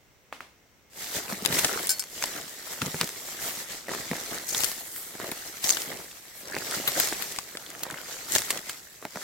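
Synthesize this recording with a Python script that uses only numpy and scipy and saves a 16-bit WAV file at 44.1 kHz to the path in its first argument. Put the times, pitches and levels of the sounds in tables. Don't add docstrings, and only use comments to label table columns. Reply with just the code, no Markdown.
import sys
import numpy as np
from scipy import signal
from scipy.fft import rfft, irfft, next_fast_len
from scipy.io import wavfile
from scipy.ndimage import uniform_filter1d, map_coordinates

SR = 44100
rng = np.random.default_rng(int(sys.argv[2]) if len(sys.argv) > 2 else 0)


def wrap_up_sound(samples):
    columns = np.atleast_2d(samples).T
    tamed = np.clip(columns, -1, 1)
    steps = np.round(tamed * 32767).astype(np.int16)
    wavfile.write(sys.argv[1], SR, steps)


N = 407043
LEAD_IN_S = .012

# frequency in Hz, gain in dB.
DRY_TONE = [(300, -7), (1800, -0.5), (7000, 3), (15000, -7.5)]


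def amp(db):
    return 10 ** (np.asarray(db) / 20)


def unit(x):
    return x / np.sqrt(np.mean(x ** 2) + 1e-20)


def along(points, hz):
    f, v = np.transpose(points)
    return np.interp(np.log(hz + 1), np.log(f), v)


def wobble(knots_per_s):
    knots = rng.standard_normal(int(N * knots_per_s / SR) + 4)
    return map_coordinates(knots, [np.arange(N) * knots_per_s / SR])


def add(track, s, sound):
    part = track[:, round(s * SR):][:, :sound.shape[-1]]
    part += sound[..., :part.shape[1]]


def colour(x, spectrum):
    size = x.shape[-1]
    m = 2 * next_fast_len(size // 2 + 1024)
    gain = amp(along(spectrum, np.fft.rfftfreq(m, 1 / SR)))
    cepstrum = irfft(np.log(gain))
    cepstrum[1:m // 2] *= 2
    cepstrum[m // 2 + 1:] = 0
    response = np.exp(rfft(cepstrum))
    return irfft(rfft(x, m) * response, m)[..., :size]


def spread(pair):
    # frequency in Hz, left-right correlation.
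    likeness = [(60, 0.26), (250, 0.83), (650, 0.75), (1400, 0.21), (3100, 0.3), (7000, 0)]
    size = pair.shape[1]
    m = next_fast_len(size + 512)
    turn = np.arccos(np.clip(along(likeness, np.fft.rfftfreq(m, 1 / SR)), -1, 1)) / 2
    mid, side = irfft(rfft(pair, m) * [np.cos(turn), np.sin(turn)], m)[:, :size]
    return np.array([mid + side, mid - side])


def grains(rate_per_s, top_hz, life_s, scatter_db):
    draws = rng.random((int(rate_per_s * N / SR), 5))
    when, pitch, size, left, right = draws.T[:, :, None]
    k = np.arange(int(5 * life_s * SR))
    level_db = scatter_db * np.minimum(-np.log(1 - size), 4)
    envelope = amp(level_db) * np.exp(-k / SR / life_s)
    at = ((when * N).astype(int) + k).ravel()
    pair = []
    for phase in (left, right):
        ring = envelope * np.sin(2 * np.pi * (pitch * top_hz * k / SR + phase))
        pair.append(np.bincount(at, ring.ravel(), N)[:N])
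    return unit(np.array(pair))


def shifting(pair, patchy_db):
    z = signal.stft(pair, nperseg=512)[2]
    field = uniform_filter1d(rng.standard_normal(z.shape[1:]), 4, axis=0)
    field = uniform_filter1d(field, 8, axis=1)
    return signal.istft(z * amp(patchy_db * unit(field)), nperseg=512)[1][:, :N]


def strokes(rows):
    shape = 1.48
    t = np.arange(N) / SR
    power = np.zeros(N)
    for s, db, rise_s, fall_s in rows:
        near = (t > s - 5 * rise_s) & (t < s + 5 * fall_s)
        away = np.abs(t[near] - s) / np.where(t[near] < s, rise_s, fall_s)
        power[near] += (amp(db) * np.exp(-away ** shape)) ** 2
    return np.sqrt(power)


def burst(spectrum, t60, tail_db, tail_t60, lead=0, shape_db=2, crush_db=-14, crush_s=0.011):
    step_hz = np.geomspace(100, 16000, 32)
    t = np.arange(SR // 5) / SR - LEAD_IN_S
    after = np.maximum(t, 0)
    fall = (t >= 0) * amp(-60 * after / max(t60, .002))
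    crush = amp(crush_db) * np.exp(-np.abs(t) / crush_s)
    tail = amp(tail_db - 60 * after / max(tail_t60, .01))
    scatter = np.where(t < 0, crush, tail)
    direct = fall * rng.choice([-1, 1], len(t))
    left = np.roll(direct, max(-round(lead), 0))
    right = np.roll(direct, max(round(lead), 0))
    loose = spread(scatter * rng.standard_normal((2, len(t)))) / np.sqrt(2)
    own_db = along(spectrum, step_hz) + shape_db * rng.standard_normal(len(step_hz))
    crack = colour(np.array([left, right]) + loose, [spectrum[0], *zip(step_hz, own_db)])
    return crack * np.sqrt(np.sum(fall ** 2 + scatter ** 2) / np.sum(crack ** 2) / 2)


def pulling():
    # peak in seconds, relative level in dB, rise in s, fall in s.
    tugs = [(1.18, -50, 0.017, 0.016), (1.3, -41.5, 0.084, 0.12), (1.519, -36, 0.082, 0.12),
            (1.75, -38.5, 0.22, 0.12), (2.383, -43, 0.1, 0.068), (2.87, -38.5, 0.035, 0.017),
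            (3.03, -45, 0.033, 0.039), (3.463, -41.5, 0.062, 0.034), (3.925, -39.5, 0.05, 0.11),
            (4.13, -43.5, 0.017, 0.11), (4.329, -41.5, 0.045, 0.11), (5.22, -42.5, 0.024, 0.12),
            (5.906, -38.5, 0.046, 0.086), (6.575, -42.5, 0.12, 0.051), (6.68, -42.5, 0.062, 0.38),
            (6.975, -37, 0.014, 0.041), (7.91, -46, 0.27, 0.19), (8.36, -36.5, 0.013, 0.0096),
            (8.543, -42, 0.027, 0.063)]
    # peak in seconds, relative level in dB, rise in s, fall in s,
    # leaf-edge level over leaf level in dB.
    sweeps = [(1.175, -30.5, 0.065, 0.022, -1), (1.301, -37.5, 0.019, 0.068, 2.5),
              (1.552, -27, 0.056, 0.25, 0), (1.836, -37.5, 0.066, 0.13, 3), (2.238, -35.5, 0.12, 0.28, -1),
              (2.721, -35.5, 0.057, 0.034, 0), (3.06, -37, 0.42, 0.05, -2), (3.45, -31.5, 0.037, 0.09, 3.5),
              (3.6, -35, 0.063, 0.075, 0.5), (3.713, -34.5, 0.031, 0.1, -3), (3.945, -34, 0.049, 0.21, -3),
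              (4.153, -37, 0.021, 0.045, -3), (4.349, -36, 0.23, 0.11, -1), (4.58, -30.5, 0.099, 0.2, 3),
              (4.994, -45.5, 0.14, 0.11, 12), (5.651, -31, 0.023, 0.24, 2.5),
              (6.412, -47.5, 0.06, 0.025, 9), (6.726, -31.5, 0.14, 0.21, -2.5),
              (7.032, -27.5, 0.16, 0.14, -0.5), (7.204, -33.5, 0.045, 0.18, -1),
              (8.13, -37, 0.12, 0.16, -4), (8.353, -28.5, 0.061, 0.063, 2), (8.5, -34.5, 0.13, 0.095, 0.5),
              (8.682, -38.5, 0.049, 0.099, -2.5), (9.227, -37.5, 0.1, 0.05, -5)]
    # time in seconds, relative level in dB.
    holding = [(0.9, -59.5), (1.0, -37), (2.1, -51), (3.3, -37), (3.85, -53.5), (5.449, -39.5),
               (6.25, -47.5), (7.6, -44.5), (8.998, -49.5)]
    # frequency in Hz, gain in dB.
    leaf_tone = [(1000, -12), (1500, -12), (1800, -2.5), (2150, -3), (2500, -8), (4000, -4), (7700, -2.5),
                 (8900, -12.5), (16000, -28)]
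    fizz_tone = [(5500, -22), (8200, 0), (10800, -1.5), (12700, 2.5), (16000, -3.5)]
    root_tone = [(25, -24), (60, -15), (110, -7), (175, -3.5), (260, -3), (370, 1), (650, -3.5),
                 (1100, -10.5), (3000, -23)]
    crumb_tone = [(200, -20), (680, 1.5), (1020, -2), (1350, 3.5), (2100, 2.5), (2600, -5), (4000, -6),
                  (9000, -30)]
    root_db, soil_db, leaf_db, fizz_db = -1.25, 0.15, -3, -4.5
    drag_soil_db, drag_root_db = -10.5, -14.5
    crackle_db, crackle_max_db = -2, -41.5
    crackle_spread_db, tick_s = 14, 0.0007
    jerk_db = 0.9

    tug = strokes(tugs)
    held = amp(np.interp(np.arange(N) / SR, *np.transpose(holding), left=-120))
    foliage = np.hypot(strokes([row[:4] for row in sweeps]), held)
    edge_rows = [(s, db + bright_db, rise, fall) for s, db, rise, fall, bright_db in sweeps]
    edges = np.hypot(strokes(edge_rows), held)
    root = np.hypot(amp(root_db) * tug, amp(drag_root_db) * foliage)
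    soil = np.hypot(amp(soil_db) * tug, amp(drag_soil_db) * foliage)
    dry_bits = np.minimum(amp(crackle_db) * soil, amp(crackle_max_db))
    jerk = amp(jerk_db * wobble(40))

    fibres = grains(rate_per_s=900, top_hz=1400, life_s=0.003, scatter_db=3.1)
    crumbs = grains(rate_per_s=1100, top_hz=5000, life_s=0.0005, scatter_db=3.7)
    crumbs = shifting(crumbs, patchy_db=2.8)
    leaves = grains(rate_per_s=5000, top_hz=17300, life_s=0.00022, scatter_db=2)
    leaves = shifting(leaves + rng.standard_normal((2, N)), patchy_db=1.8)
    crackle = np.zeros((2, N))
    for when, size, side in rng.random((700, 3)):
        tick = np.exp(-np.arange(256) / SR / tick_s) * rng.standard_normal((2, 256))
        pan = np.sqrt([[side], [1 - side]])
        add(crackle, when * N / SR, amp(crackle_spread_db * size ** 2) * tick * pan)

    rustle = amp(leaf_db) * foliage * unit(colour(spread(leaves), leaf_tone))
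    fizz = amp(fizz_db) * edges * unit(colour(spread(leaves[:, ::-1]), fizz_tone))
    creak = root * unit(colour(spread(fibres), root_tone))
    crumble = soil * unit(colour(spread(crumbs), crumb_tone))
    crackle = dry_bits * unit(colour(shifting(crackle, patchy_db=4.5), DRY_TONE))
    return jerk * (creak + crumble + rustle + fizz) + crackle


def snaps():
    # time in seconds, relative level in dB.
    snap_rows = [(1.325, -21.5), (1.632, -27), (1.647, -23), (2.823, -25), (2.944, -21), (3.031, -21.5),
                 (3.884, -23.5), (3.892, -22), (3.915, -22.5), (3.937, -23), (3.949, -23.5), (4.114, -18),
                 (4.133, -22), (4.155, -30), (4.182, -29), (4.324, -26), (5.153, -28.5), (5.2, -22.5),
                 (5.243, -24), (5.291, -25.5), (5.32, -24.5), (6.8, -22.5), (6.544, -22), (6.566, -17.5),
                 (7.125, -18), (7.552, -27), (7.866, -27.5), (7.902, -25), (7.942, -28), (8.506, -25),
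                 (9.026, -29.5), (9.052, -20), (9.158, -23.5), (9.172, -24)]
    # frequency in Hz, gain in dB.
    snap_tone = [(25, -31), (100, -7.5), (200, 1.5), (450, 5), (1200, -2), (2100, -2), (2900, -19.5),
                 (6000, -20.5), (16000, -28)]
    out = np.zeros((2, N))
    for s, db in snap_rows:
        crack = burst(snap_tone, t60=.006, tail_db=-18, tail_t60=.07, crush_db=-26)
        add(out, s - LEAD_IN_S, amp(db + 7.5) * crack)
    return out


def thuds():
    # time in seconds, relative level in dB.
    thud_rows = [(1.167, -38), (1.325, -29.5), (1.424, -34), (1.502, -28.5), (1.531, -28.5), (1.634, -36),
                 (2.823, -25), (2.862, -32), (2.878, -32), (2.944, -30.5), (3.012, -33), (3.033, -30.5),
                 (4.113, -24.5), (6.569, -35), (7.925, -37), (8.364, -35), (9.16, -38)]
    # frequency in Hz, gain in dB.
    earth_tone = [(40, -26), (100, -9), (180, 2.5), (330, -7), (650, -17.5), (1500, -32)]
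    out = np.zeros((2, N))
    for s, db in thud_rows:
        thud = burst(earth_tone, t60=0.038, tail_db=-21, tail_t60=0.087, crush_db=-15)
        add(out, s - LEAD_IN_S, amp(db + 9.0) * thud)
    return out


def twigs():
    # time in seconds, relative level in dB.
    twig_rows = [(2.024, -23), (2.039, -23), (2.258, -18), (3.075, -20), (3.091, -17.5), (3.559, -25),
                 (4.166, -22), (4.716, -19), (4.962, -22), (5.819, -17), (6.711, -16), (6.919, -18),
                 (7.073, -14), (7.087, -15), (7.132, -19), (7.322, -21), (7.362, -21), (7.703, -25),
                 (7.794, -28), (8.391, -18), (8.4195, -15), (8.576, -20.5), (8.731, -28)]
    out = np.zeros((2, N))
    for s, db in twig_rows:
        tick = burst(DRY_TONE, t60=0.0092, tail_db=-12, tail_t60=.04, crush_db=-22)
        add(out, s - LEAD_IN_S, amp(db) * tick)
    return out


def pebbles():
    # time in seconds, relative level in dB, relative body in dB, relative treble in dB,
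    # left over right in dB, contact t60 in s.
    pebble_rows = [(1.4502, -17.5, -11.5, -14, 4.5, 0.014), (1.4596, -12, -16, -15, 9, 0.01),
                   (1.525, -19.5, -10.5, -11, 3, 0.027), (1.5875, -12, -18, -15, -1, 0.022),
                   (1.5914, -13.5, -17, -14, 4, 0.02), (1.6459, -10.5, -14, -23, 3, 0.028),
                   (1.8707, -17, -36, -10, 3.5, 0.012), (2.2246, -19.5, -13, -21, 0.5, 0.0097),
                   (2.2388, -16, -15.5, -29, 3, 0.0091), (2.8177, -24.5, -5.5, -22, 4, 0.018),
                   (3.0125, -15, -9, -17, 0.5, 0.004), (3.043, -24.5, -24, -24, 0, 0.0071),
                   (4.6048, -18.5, -14.5, -2, 5.5, 0.014), (4.6357, -15, -16, -18, 5, .013),
                   (4.6437, -12, -20, -18, 6.5, 0.027), (5.316, -23, -13, -11, 3, 0.012),
                   (5.6415, -13.5, -27, -19, 5.5, 0.039), (5.6928, -9, -24, -6, -1.5, 0.006),
                   (5.7039, -12, -24, -19, 2, 0.01), (5.77, -27, -4.5, -21, 7, 0.018),
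                   (6.876, -8.5, -16, 2, 4.5, 0.089), (6.9994, -7, -23, -2, 4, 0.022),
                   (7.223, -22.5, -14.5, -4, 12, 0.013), (7.3872, -20, -20, -22, 3.5, 0.01),
                   (7.5717, -29.5, -9, -24, 3.5, 0.012), (7.8335, -14, -26, -7.5, -1.5, 0.024),
                   (8.3211, -18.5, -33, -21, 10.5, 0.0088), (8.3522, -9.5, -21, -17, -1.5, 0.016),
                   (8.36, -11.5, -14, -9, 3.5, 0.024), (8.3836, -14, -28, -28, 0.5, 0.0052),
                   (8.5049, -11.5, -16.5, -15, -0.5, 0.04), (8.6953, -22.5, -14, -12, 0, 0.027)]
    contact_s = 0.0086
    dull = [(25, -23), (60, -4.5), (400, -0.5), (2300, 4.0), (4500, 2.5), (12000, -40)]
    out = np.zeros((2, N))
    for s, db, body_db, treble_db, pan_db, t60 in pebble_rows:
        lead = 1.5 * pan_db
        bright = [(25, -68), (2000, -5.0), (3500, 3), (7500, 10.5), (12000, treble_db + 19.0)]
        sharp = np.sqrt(contact_s / max(t60, .002))
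        sharp_db = 20 * np.log10(sharp)
        contact = dict(t60=t60, tail_db=-14 - sharp_db, tail_t60=.05, lead=lead, crush_db=-22 - sharp_db)
        click = burst(bright, **contact)
        body = burst(dull, **contact)
        level = sharp * amp(db + pan_db * np.array([[.5], [-.5]]))
        add(out, s - LEAD_IN_S, level * (amp(7.0) * click + amp(body_db + 19.0) * body))
    return out


def stones():
    # time in seconds, relative level in dB, pitch in Hz.
    stone_rows = [(2.24, -15.5, 2760), (2.817, -15.5, 2300), (4.547, -10.5, 3500), (6.113, -31, 2920),
                  (7.002, -14, 2900), (7.387, -18.5, 1080), (7.663, -26.5, 3260), (7.977, -27, 2880)]
    out = np.zeros((2, N))
    for s, db, hz in stone_rows:
        tone = [(hz / 10, -12), (hz / 1.3, -9), (hz, 0), (hz * 2, -13), (hz * 10, -40)]
        crack = burst(tone, t60=.02, tail_db=-16, tail_t60=.05, crush_db=-26)
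        add(out, s - LEAD_IN_S, amp(db - 2) * crack)
    return out


def blade():
    # frequency in Hz, relative level in dB, t60 in s.
    modes = [(1530, -17, .13), (2314, -17, .11), (4400, -8, .19), (4931, -10, .08), (5146, -4, .08),
             (5335, -2, .09), (6285, -8, .1), (7265, 0, .1), (8425, -3, .11), (9390, -6, .09),
             (10830, -9, .08), (12070, -10, .08), (12586, -10, .07), (13390, -9, .07), (14018, -5, .06)]
    t = np.arange(SR // 5) / SR
    ring = np.zeros((2, len(t)))
    for hz, db, t60 in modes:
        level = amp(db + rng.standard_normal((2, 1)) - 60 * t / t60)
        drift = np.cumsum(rng.standard_normal(len(t))) * np.sqrt(2 / SR)
        phase = rng.random((2, 1)) / 2
        ring += level * np.sin(2 * np.pi * (hz * t + drift + phase))
    return ring / np.abs(ring).max()


def clinks():
    # time in seconds, relative level in dB.
    clink_rows = [(1.893, -10.5), (1.904, -12.5), (1.915, -14.5), (1.995, -16), (4.489, -21.5)]
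    tone = [(100, -30), (2500, -14), (5000, 0), (15000, -1)]
    out = np.zeros((2, N))
    for s, db in clink_rows:
        skitter = burst(tone, t60=.025, tail_db=-3, tail_t60=.08)
        add(out, s, amp(db + 1.5) * blade())
        add(out, s - LEAD_IN_S, amp(db - 4) * skitter)
    return out * amp([[1.5], [-1.5]])


def showers():
    # middle in seconds, half length to 1/e in s, relative level in dB.
    shower_rows = [(1.616, 0.098, -48), (4.49, 0.03, -37), (4.59, 0.075, -30), (5.7, 0.044, -25),
                   (7.01, 0.049, -30), (8.352, 0.025, -26.5)]
    # frequency in Hz, gain in dB.
    grit_tone = [(100, -27), (600, -1.5), (2800, -21.5), (4500, 1), (6800, 10), (9500, -3.5), (16000, -18)]
    t = np.arange(N) / SR
    flow = sum(amp(db) * np.exp(-((t - s) / half_s) ** 2) for s, half_s, db in shower_rows)
    grit = grains(rate_per_s=910, top_hz=17000, life_s=0.00023, scatter_db=0.5)
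    grit = shifting(grit, patchy_db=3.0)
    return flow * unit(colour(spread(grit), grit_tone)) * amp([[1.2], [-1.2]])


def knocks():
    # time in seconds, relative level in dB.
    knock_rows = [(0.326, -17.5), (0.406, -20.5)]
    blow_tone = [(60, -22), (300, -7), (600, 1), (1200, 2), (2500, -4), (5000, -30)]
    trail_tone = [(50, -15), (400, -3), (2300, -3.0), (4500, -9.5), (15000, -22)]
    out = np.zeros((2, N))
    for s, db in knock_rows:
        blow = burst(blow_tone, t60=.009, tail_db=-25, tail_t60=.1, shape_db=1, crush_db=-35)
        trail = burst(trail_tone, t60=0.091, tail_db=11.0, tail_t60=0.42, shape_db=0.0)
        add(out, s - LEAD_IN_S, amp(db) * blow + amp(db - 31.5) * trail)
    return out


def drone(hz, width_hz):
    t = np.arange(N) / SR
    drift = wobble(2 * width_hz) + 1j * wobble(2 * width_hz)
    return unit(np.real(drift * np.exp(2j * np.pi * hz * t)))


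def forest():
    # frequency in Hz, gain in dB.
    air_tone = [(25, -13), (65, 2.5), (200, -2.5), (500, -5), (1100, -11), (2000, -9.5), (4500, -17),
                (7000, -16), (11000, -26), (16000, -16.5)]
    # pitch in Hz, width in Hz, RMS level in dB.
    insects = [(2126, 39, -76), (5750, 90, -76)]
    out = amp(-60.5) * unit(colour(spread(rng.standard_normal((2, N))), air_tone))
    for hz, width_hz, db in insects:
        out += amp(db) * np.array([drone(hz, width_hz), drone(hz, width_hz)])
    return out


def scene():
    work = pulling() + snaps() + thuds() + twigs()
    falling = pebbles() + stones() + clinks() + showers()
    return work + falling + knocks() + forest()


def record(dry):
    top_hz = 16050
    m = next_fast_len(N + SR // 2)
    return irfft(rfft(dry, m) * (np.fft.rfftfreq(m, 1 / SR) < top_hz), m)[:, :N]


dry = scene()
out = record(dry)
wrap_up_sound(out)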